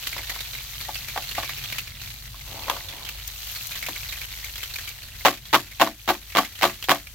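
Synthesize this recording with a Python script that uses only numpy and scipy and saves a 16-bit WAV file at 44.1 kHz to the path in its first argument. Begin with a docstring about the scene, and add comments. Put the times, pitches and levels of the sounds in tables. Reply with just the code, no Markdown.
"""On an outdoor deck a low rumble and hum lie under everything, from first to last.
A bundle of dried poppies is rubbed and shaken over a soft plastic tub: filtered noise clicks make its crackle and hiss.
Seeds rattle in resonant pods, pods bump and drag on the tub's damped modes, and later dry fibres snap.
Last come seven beats on the tub wall, each a flam of pods landing one after another.
A phone with two microphone ports stands close by; it rides its gain and cuts the top."""
import sys
import numpy as np
from scipy import signal
from scipy.fft import rfft, irfft, next_fast_len
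from scipy.io import wavfile
from scipy.ndimage import uniform_filter1d

SR = 44100
rng = np.random.default_rng(int(sys.argv[2]) if len(sys.argv) > 2 else 0)


def materialize(psi):
    """Save the field psi as 16-bit PCM at rate SR to the path in sys.argv[1].

    A 1-D psi becomes a single channel; in a 2-D psi each row is a channel.
    """
    bounded = np.clip(np.atleast_2d(psi).T, -1, 1)
    quanta = np.round(bounded * 32767).astype(np.int16)
    wavfile.write(sys.argv[1], SR, quanta)


N = 314874
TIME = np.arange(N) / SR


def undb(db):
    """Decibels to amplitude gain."""
    return 10 ** (np.asarray(db) / 20)


def read(points, hz):
    """A spectrum's dB at the given frequencies, interpolated over log frequency."""
    f, db = np.transpose(points)
    return np.interp(np.log(np.maximum(hz, 1)), np.log(f), db)


def colour(x, points, size=4096):
    """Minimum-phase filter of unit power with the given spectrum, so that attacks stay sharp."""
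    gain = undb(read(points, np.linspace(0, SR / 2, size // 2 + 1)))
    cepstrum = irfft(np.log(gain / np.sqrt(np.mean(gain ** 2))))
    # fold the cepstrum onto positive time to make the filter causal
    cepstrum[1:size // 2] *= 2
    cepstrum[size // 2 + 1:] = 0
    impulse = irfft(np.exp(rfft(cepstrum)))
    return signal.oaconvolve(x, impulse[None])[:, :N]


def weigh(x, db_at):
    """Apply a gain that depends on frequency, without delay."""
    size = next_fast_len(N + SR // 10)
    gain = undb(db_at(np.fft.rfftfreq(size, 1 / SR)))
    return irfft(rfft(x, size) * gain, size)[..., :N]


# difference between the two ports: f/Hz, side minus mid level/dB
WIDTH = [(60, -13), (200, -19), (700, -9), (1300, -7.5), (2400, -5.5), (4400, 0.5), (8000, 0.5), (15000, 0)]


def noise_pair():
    """White noise at both ports: alike in the bass, unrelated in the treble."""
    mid, side = rng.standard_normal((2, N))
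    side = weigh(side, lambda hz: read(WIDTH, hz))
    return np.array([mid + side, mid - side])


def bursts(times, sizes, fade_s):
    """Envelope of sudden bursts that fade exponentially and add in power."""
    starts = np.clip(times * SR, 0, N - 1).astype(int)
    power = np.bincount(starts, sizes ** 2, N)
    decay = np.exp(-2 / (fade_s * SR))
    return np.sqrt(signal.lfilter([1], [1, -decay], power + 1e-18))


def patter(rate, scatter_db, fade_s):
    """A stream of tiny noise clicks, rate per second, many weak and a few strong; envelope rms 1."""
    due = rng.random(N) < rate / SR
    sizes = undb(abs(scatter_db) * np.minimum(rng.exponential(size=N), 4))
    envelope = bursts(TIME[due], sizes[due], fade_s)
    return noise_pair() * envelope / np.sqrt(np.mean(envelope ** 2))


def resonate(x, hz, width_hz):
    """One resonance that keeps the power of white noise."""
    b, a = signal.iirpeak(hz, hz / width_hz, fs=SR)
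    return signal.lfilter(b, a, x) * np.sqrt(SR / (np.pi * width_hz))


def add(out, s, sound):
    """Mix a sound in from time s."""
    start = int(np.clip(s * SR, 0, N - 1))
    out[..., start:start + sound.shape[-1]] += sound[..., :N - start]


def swell(middle_s, half_s):
    """A smooth Gaussian rise and fall around a moment, top 1."""
    return np.exp(-((TIME - middle_s) / half_s) ** 2)


def walk(hz):
    """Random levels held 1 / hz s and slewed; spread near 1."""
    hold = int(SR / hz)
    held = rng.standard_normal(N)[np.arange(N) // hold]
    return 1.2 * uniform_filter1d(held, hold)


# far rumble, steady colour: f/Hz, relative level/dB per Hz
RUMBLE = [(20, -10), (40, 2.5), (60, -3.5), (85, 3), (135, -7.5), (170, -17), (300, -25.5), (600, -27),
          (1500, -29), (5000, -26.5)]
# deep background that swells and sinks: t/s, level/dB
SWELL = [(0, -55), (.75, -50), (2.05, -47), (3.55, -58), (4.0, -50), (4.65, -61), (5.6, -45.5), (6.55, -69),
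         (7.14, -55)]
# colour of that swell: f/Hz, relative level/dB per Hz
SURGE = [(60, -18.5), (95, 2.5), (135, 0), (170, -15.5), (215, -10.5), (300, -29), (600, -41.5)]


def outdoors(hum_hz=52, hum_width_hz=4, hum_db=-49, rumble_db=-47):
    """Far rumble that swells and sinks, with a machine's hum: a steady sine plus narrow noise that wavers."""
    waver = resonate(resonate(noise_pair(), hum_hz, hum_width_hz), hum_hz, hum_width_hz)
    steady = np.sqrt(2) * np.sin(2 * np.pi * hum_hz * TIME)
    hum = steady + .5 * waver / np.std(waver)
    surge = undb(np.interp(TIME, *np.transpose(SWELL))) * colour(noise_pair(), SURGE)
    rumble = undb(rumble_db) * colour(noise_pair(), RUMBLE)
    return rumble + surge + undb(hum_db) * hum


# how hard the hands work the bundle, before the layer gains: t/s, stalk level/dB, seed level/dB
HANDLING = [(0, -37, -45), (.6, -38.5, -43.5), (1.0, -38, -43), (1.72, -37, -45.5), (1.92, -44.5, -56),
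            (2.04, -40.5, -46), (2.32, -46.5, -52), (2.48, -41.5, -47.5), (2.7, -38.5, -45),
            (2.82, -41.5, -47), (3.07, -39.5, -50), (3.2, -43.5, -48.5), (3.5, -37, -40),
            (3.85, -37.5, -42.5), (4.35, -40.5, -45), (4.8, -38.5, -45), (5.1, -46, -53),
            (7.14, -49.5, -50.5)]
FLICKER_HZ, FLICKER_DB = 16, .5  # both levels waver unevenly
# every jolt of a pod stirs the stalks and sheds seeds (dB relative to the jolt's table level)
STIR_DB, SHED_DB, STIR_FADE_S = -23, -25, .03
# the bundle swishes on the way down before each beat, and settles after it
SWING_LEAD_S, SWING_S, SWING_STALK_DB, SWING_SEED_DB = .042, .052, -43.5, -46.5
SETTLE_LAG_S, SETTLE_S, SETTLE_STALK_DB, SETTLE_SEED_DB = .06, .075, -42, -45


def motion():
    """Strength of stalk rubbing and seed spilling: handling, jolts, swings and settling add in power."""
    s, stalk_db, seed_db = np.transpose(HANDLING)
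    flicker_db = FLICKER_DB * walk(FLICKER_HZ)
    jolt_s, jolt_db, _, _ = np.transpose(RATTLES)
    jolts = bursts(jolt_s, undb(jolt_db), STIR_FADE_S)
    swing = sum(swell(beat[0] - SWING_LEAD_S, SWING_S) for beat in BEATS)
    settle = sum(swell(beat[0] + SETTLE_LAG_S, SETTLE_S) for beat in BEATS)

    def strength(hand_db, stir_db, swing_db, settle_db):
        hands = undb(np.interp(TIME, s, hand_db) + flicker_db)
        parts = [hands, undb(stir_db) * jolts, undb(swing_db) * swing, undb(settle_db) * settle]
        return np.linalg.norm(parts, axis=0)

    rubbing = strength(stalk_db, STIR_DB, SWING_STALK_DB, SETTLE_STALK_DB)
    spilling = strength(seed_db, SHED_DB, SWING_SEED_DB, SETTLE_SEED_DB)
    return rubbing, spilling


def ticks(low_hz, high_hz, count):
    """Single seeds and splinters tick as fading sines, each with its own pitch and port phase; rms 1."""
    out, t = np.zeros((2, N)), TIME[:SR // 70]
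    for when, pitch, force, place in rng.random((count, 4)):
        cycles = low_hz * (high_hz / low_hz) ** pitch * t
        fading_db = 20 * force ** 2 - 2.1 * cycles  # 2.1 dB lost per cycle
        port_cycles = cycles + np.array([[0], [place]])
        add(out, when * N / SR, undb(fading_db) * np.sin(2 * np.pi * port_cycles))
    return out / np.std(out)


# colour of rubbing stalks: f/Hz, relative level/dB per Hz
STALKS = [(150, -24), (400, -18.5), (700, -8), (1050, -8.5), (1500, -4.5), (2250, -1.5), (2800, 0.5),
          (4300, 2.5), (5200, -7), (7500, -11), (9000, -21), (16000, -6.5)]
# colour of loose seeds, also of snapping fibres: f/Hz, relative level/dB per Hz
SEEDS = [(2000, -37), (6000, 3), (9000, -8.5), (11000, -3), (12500, 2), (14500, 3), (16000, -16)]


def bundle(count=150):
    """Stalks crackle, loose seeds hiss and tick, and pods jostle at random as hard as the bundle moves."""
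    rubbing, spilling = motion()
    crackle = patter(rate=1500, scatter_db=3, fade_s=.001)
    stalks = colour(crackle * rubbing * undb(-2.5), STALKS)
    hiss = patter(rate=3000, scatter_db=.5, fade_s=.00042)
    seeds = colour(hiss * spilling * undb(-1), SEEDS)
    splinters = undb(-5.5) * rubbing * ticks(low_hz=1940, high_hz=6000, count=1500)
    pings = undb(-6.5) * spilling * ticks(low_hz=11560, high_hz=15300, count=1200)
    when, force, size, length = rng.random((count, 4)).T
    when = when * N / SR
    shell_hz = 1900 * 2.4 ** (size ** 2)  # low pitches are commoner
    rubbing_db = 20 * np.log10(np.interp(when, TIME, rubbing))
    jostles = np.transpose([when, rubbing_db - 6.5 + 5 * force, shell_hz, .0084 + .021 * length])
    jostling = pods(jostles, shell_width_hz=170, shell_db=-10.5)
    return stalks + seeds + splinters + pings + jostling


# a pod jolts and its seeds hit the shell: t/s, level/dB before the layer gain, shell pitch f/Hz, fade/s
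RATTLES = [(.0697, -13, 3180, .008), (.128, -20.5, 2100, .011), (.179, -19.5, 2120, .013),
           (.2955, -15, 1990, .01), (.4048, -20, 3930, .014), (.533, -25, 3830, .027),
           (.8093, -22, 4300, .017), (.9443, -22, 4510, .0074), (.9535, -21, 2650, .014),
           (1.0838, -20, 2290, .014), (1.2231, -24, 2800, .016), (1.2903, -23.5, 4270, .011),
           (1.311, -20.5, 2820, .0077), (1.3495, -21, 1940, .01), (1.4431, -24.5, 2300, .021),
           (1.492, -21, 2170, .014), (1.5768, -26, 2400, .027), (1.6387, -22, 3300, .009),
           (1.724, -16, 2400, .009), (1.7828, -12, 2620, .006), (1.8735, -26, 2230, .009),
           (2.0153, -21, 4160, .005), (2.885, -26, 3520, .025), (3.0494, -23.5, 3100, .009),
           (3.0891, -18, 2750, .006), (3.556, -22, 4360, .016), (3.7095, -24, 3580, .016),
           (3.8245, -19.5, 2180, .014), (3.8638, -18, 2390, .0077), (3.9586, -26.5, 2180, .013),
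           (4.088, -26, 3900, .021), (4.124, -19, 2250, .009), (4.2134, -24, 2260, .014),
           (4.4418, -26, 2210, .018), (4.5553, -20, 3350, .0052), (4.5795, -25, 2220, .014),
           (4.631, -16, 3060, .008), (4.739, -20.5, 4300, .005), (4.758, -16, 2420, .005),
           (4.7855, -22, 1700, .01), (4.875, -24, 2400, .02), (5.0284, -29, 4350, .022),
           (5.3278, -23, 2230, .0096), (5.3722, -23.5, 2500, .008), (5.454, -25, 3330, .014),
           (5.7135, -25, 2140, .013), (6.3205, -28, 2260, .025), (6.4475, -21, 2060, .0078),
           (6.5525, -28, 3080, .018), (6.5892, -21, 1940, .0065), (6.696, -22, 2040, .009),
           (6.8256, -17, 2970, .0044), (6.84, -18, 3350, .007), (7.0693, -27, 2380, .008)]
# colour of pod shells: f/Hz, relative level/dB per Hz
SHELL = [(300, -9), (900, -8.5), (1600, 0), (2600, 0.5), (4300, -1.5), (5300, -5.5), (7500, -7.5),
         (9000, -17), (12500, -3), (16000, -13.5)]


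def pods(rows, shell_width_hz, shell_db):
    """Seeds pelt the inside of a pod; its shell rings at its own pitch."""
    out, t = np.zeros((2, N)), TIME[:SR // 10]
    pelting = patter(rate=5000, scatter_db=1.8, fade_s=.0003)
    onset = 1 - np.exp(-t / .0004)
    for s, db, hz, fade_s in rows:
        start = int(np.clip(s * SR, 0, N - len(t)))
        jolt = pelting[:, start:start + len(t)] * onset * np.exp(-t / max(fade_s, .001))
        ring = undb(shell_db) * resonate(jolt, hz, shell_width_hz)
        add(out, s, undb(db) * (jolt + ring))
    return colour(out, SHELL)


def ring_time(hz):
    """Soft plastic damps its high modes sooner: time to fall 60 dB, in s."""
    return .125 * (800 / hz) ** .4


# a single pod bumps the tub: t/s, level/dB before the part gains, wall pitch at that spot f/Hz,
# crack of the shell relative level/dB, boom of the whole tub relative level/dB
KNOCKS = [(.165, -31.5, 950, -6, -8), (.362, -34.5, 935, -6.5, -20), (.884, -31, 706, -19, -14),
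          (.891, -24, 846, -16, -14), (1.161, -19.5, 754, -15, -27), (1.176, -19, 800, -9, -19),
          (1.381, -14, 790, -20, -18), (1.432, -29, 1110, -2, -14), (1.491, -32.5, 1180, -6, -16),
          (2.343, -38.5, 1070, -14, -14), (2.682, -22, 1080, -10.5, -28), (2.698, -23.5, 1010, 2, -16),
          (2.713, -23, 1060, -12, -27), (2.765, -34, 980, -1, -21), (3.886, -29.5, 690, -3.5, 0),
          (5.864, -25, 870, -5, -11), (5.872, -14, 1026, -13, -8), (6.612, -29, 685, 2, -18)]
# modes of the tub: f/Hz, relative level/dB
TUB = [(132, -5.5), (196, -5), (217, -1), (250, -4.5), (288, 1.5), (312, 2), (357, 2.5), (420, -5.5),
       (478, -12.5), (536, -4), (566, 0.5), (666, 7.5), (728, 5), (760, 2), (792, 2), (868, 5), (950, -3.5),
       (1020, -13.5), (1081, 5), (1150, 7.5), (1185, -0.5), (1240, 1.5), (1502, 1), (1590, -6), (1740, -1),
       (1993, -15.5)]


def tub(landings, ring_db=-23, boom_db=-15, wall_db=2):
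    """Each pod dents the soft wall, which thuds briefly and rings the tub's modes in phases drawn per landing."""
    out, t = np.zeros(N), TIME[:SR // 4]
    hz, db = np.transpose(TUB)
    fading_db = db[:, None] - 60 * t / ring_time(hz[:, None])
    modes = undb(fading_db) * np.exp(2j * np.pi * hz[:, None] * t)
    whole_body = hz < 500  # the low modes take the boom level
    wall_t60_s, push_s = .028, .0006
    dent = 1 - np.exp(-t / push_s)  # the soft wall takes a moment to give
    phases = np.exp(2j * np.pi * rng.random((len(landings), len(TUB))))
    for (s, peak_db, wall_hz, _, heavy_db), phase in zip(landings, phases):
        thud = undb(wall_db - 60 * t / wall_t60_s) * np.sin(2 * np.pi * wall_hz * t)
        mode_gains = undb(np.where(whole_body, boom_db + heavy_db, ring_db))
        ring = (phase * mode_gains) @ modes
        add(out, s, undb(peak_db) * dent * (thud + ring.imag))
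    return out


# colour of shells cracking on the wall: f/Hz, relative level/dB per Hz
CRACK = [(150, -31), (500, -0.5), (750, 0), (1200, 2), (1500, 0), (2100, -0.5), (2500, -4), (3300, -2.5),
         (4800, -12.5), (7500, -19), (9000, -26.5), (12500, -17), (16000, -17.5)]


def shells(landings):
    """The landing pods crack in short noise bursts, a longer clatter fades with them, and seeds spray out."""
    s, peak_db, _, crack_db, _ = np.transpose(landings)
    force = undb(peak_db + crack_db)
    crack = noise_pair() * bursts(s, force, fade_s=.0042)
    clatter = patter(rate=1800, scatter_db=1.2, fade_s=.0014) * bursts(s, force, fade_s=.012)
    grains = patter(rate=900, scatter_db=2.2, fade_s=.0011)
    spray = grains * bursts(s, force * undb(-13), fade_s=.036)
    impact = undb(6) * crack + undb(-4) * clatter
    return colour(impact, CRACK) + colour(spray, SHELL)


# pods dragged along the tub wall swell and fade: middle t/s, half length/s, level/dB
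DRAGS = [(.185, .026, -43), (.318, .022, -47), (2.57, .09, -45), (2.72, .06, -41.5), (2.98, .14, -49)]
# colour of the scraping: f/Hz, relative level/dB per Hz
SCRAPE = [(120, -22), (300, -9), (440, -8), (530, -1), (700, -11), (1080, 1), (1350, -42), (2000, -6.5),
          (5000, -22.5)]


def drag():
    """Pods stick and slip along the ribbed wall and set the tub ringing."""
    pressure = sum(undb(db) * swell(s, half_s) for s, half_s, db in DRAGS)
    slips = patter(rate=500, scatter_db=1.5, fade_s=.0013) * pressure
    ringing = 0
    for hz, mode_db in TUB:
        width_hz = np.log(1000) / (np.pi * ring_time(hz))  # bandwidth that gives this ring time
        ringing = ringing + undb(mode_db) * resonate(slips, hz, width_hz)
    return colour(slips, SCRAPE) + undb(-18) * ringing


# a dry fibre snaps with a bright tick: t/s, level/dB
SNAPS = [(2.6973, -30), (3.276, -27.5), (3.6696, -29), (3.8881, -32), (4.4458, -32), (4.89, -32)]


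def snaps():
    """Dry fibres break with a short burst of treble."""
    s, db = np.transpose(SNAPS)
    return colour(noise_pair() * bursts(s, undb(db), fade_s=.005), SEEDS)


# the bundle is beaten on the wall, levels before the part gains: first contact t/s, flam length/s,
# level of its pods/dB, growth from first to last/dB, boom of the tub relative level/dB,
# hard landing t/s, its level/dB, wall pitch there f/Hz
BEATS = [(5.25, .032, -6.5, 0, -8, 5.254, -.5, 880), (5.529, .028, -7.5, 2, -9, 5.559, -5, 1120),
         (5.798, .029, -8.5, 8, -5.5, 5.818, .5, 1040), (6.077, .026, -13.5, 1.5, -3, 6.104, -5, 744),
         (6.351, .038, -12.5, 0, -5, 6.385, -2.5, 1126), (6.622, .038, -11, -2, -7, 6.639, -5, 1096),
         (6.886, .03, -12.5, 3, -5.5, 6.915, -2, 1122)]
# the first and last pods are lighter; jitter as a share of the gap
FLAM_EDGE_DB, FLAM_SCATTER_DB, FLAM_JITTER = -3.5, 1.5, .2
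# wall pitch under the leading pod, and range under the others
FIRST_SPOT_HZ, SPOT_LOW_HZ, SPOT_HIGH_HZ = 790, 700, 1230
FLAM_CRACK_DB, HARD_CRACK_DB, HARD_BOOM_DB = -6.5, -13.5, -16  # relative to each landing's level
CRACK_SCATTER_DB = 3.5  # pods land square or glancing
# one loose pod drops after each flam
STRAGGLER_LAG_S, STRAGGLER_SPREAD_S, STRAGGLER_DB = .075, .012, -29


def flams(count=5):
    """Each beat lands a row of pods, one hard pod and a straggler; rows like those of KNOCKS."""
    rows, along = [], np.linspace(0, 1, count)
    after_first = along > 0
    chances = rng.uniform(-1, 1, (len(BEATS), 4, count))
    for beat, (late, force, spot, square) in zip(BEATS, chances):
        s, length_s, db, growth_db, boom_db, hard_s, hard_db, hard_hz = beat
        times = s + length_s * (along + after_first * late * FLAM_JITTER / (count - 1))
        edge_db = FLAM_EDGE_DB * (2 * along - 1) ** 2
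        levels = db + growth_db * (along - .5) + edge_db + FLAM_SCATTER_DB * force
        spot_hz = np.interp(spot, [-1, 1], [SPOT_LOW_HZ, SPOT_HIGH_HZ])
        pitches = np.where(after_first, spot_hz, FIRST_SPOT_HZ)
        cracks = FLAM_CRACK_DB + CRACK_SCATTER_DB * square * after_first
        rows += [(*pod, boom_db) for pod in zip(times, levels, pitches, cracks)]
        rows.append((hard_s, hard_db, hard_hz, HARD_CRACK_DB, HARD_BOOM_DB))
        straggler_s = s + STRAGGLER_LAG_S + STRAGGLER_SPREAD_S * late[0]
        rows.append((straggler_s, STRAGGLER_DB, spot_hz[0], FLAM_CRACK_DB, boom_db))
    return rows


def scene():
    """All sources at the two ports of the phone close by."""
    landings = list(KNOCKS) + flams()
    rattles = undb(-11.5) * pods(RATTLES, shell_width_hz=240, shell_db=-7)
    handled = bundle() + rattles + snaps()
    struck = tub(landings) + shells(landings) + drag()
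    return handled + struck + outdoors()


def gain_control(x, threshold_db=-15, recover_db_per_s=5):
    """Loud blows push the gain down at once, by half their excess in dB; it creeps back afterwards."""
    power = uniform_filter1d(np.mean(x ** 2, axis=0), SR // 100)
    level_db = 10 * np.log10(np.abs(power) + 1e-18)
    over_db = np.maximum(level_db - threshold_db, 0) / 2
    recovery = recover_db_per_s * TIME
    return x * undb(recovery - np.maximum.accumulate(over_db + recovery))


# colour of the two microphone ports: f/Hz, left minus right level/dB
PORTS = [(60, 0.1), (350, 3.5), (700, 1.7), (1300, 1.8), (2400, -2), (3400, -8), (4600, -6), (6000, 8.5),
         (8100, 18.5), (11000, 9), (15000, 6)]
TOP_HZ = 15850


def record(dry):
    """Each port has its own colour; the phone rides its gain, clips at full scale and cuts the top."""
    def port_db(hz):
        lean = read(PORTS, hz) * np.array([[1], [-1]]) / 2
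        return lean - 10 * np.log10(np.mean(undb(lean) ** 2, axis=0))  # keep the ports' mean power

    held = np.clip(gain_control(weigh(dry, port_db)), -1, 1)
    top_cut = signal.ellip(10, .2, 80, TOP_HZ, fs=SR, output="sos")
    return signal.sosfilt(top_cut, held)


dry = scene()
out = record(dry)
materialize(out)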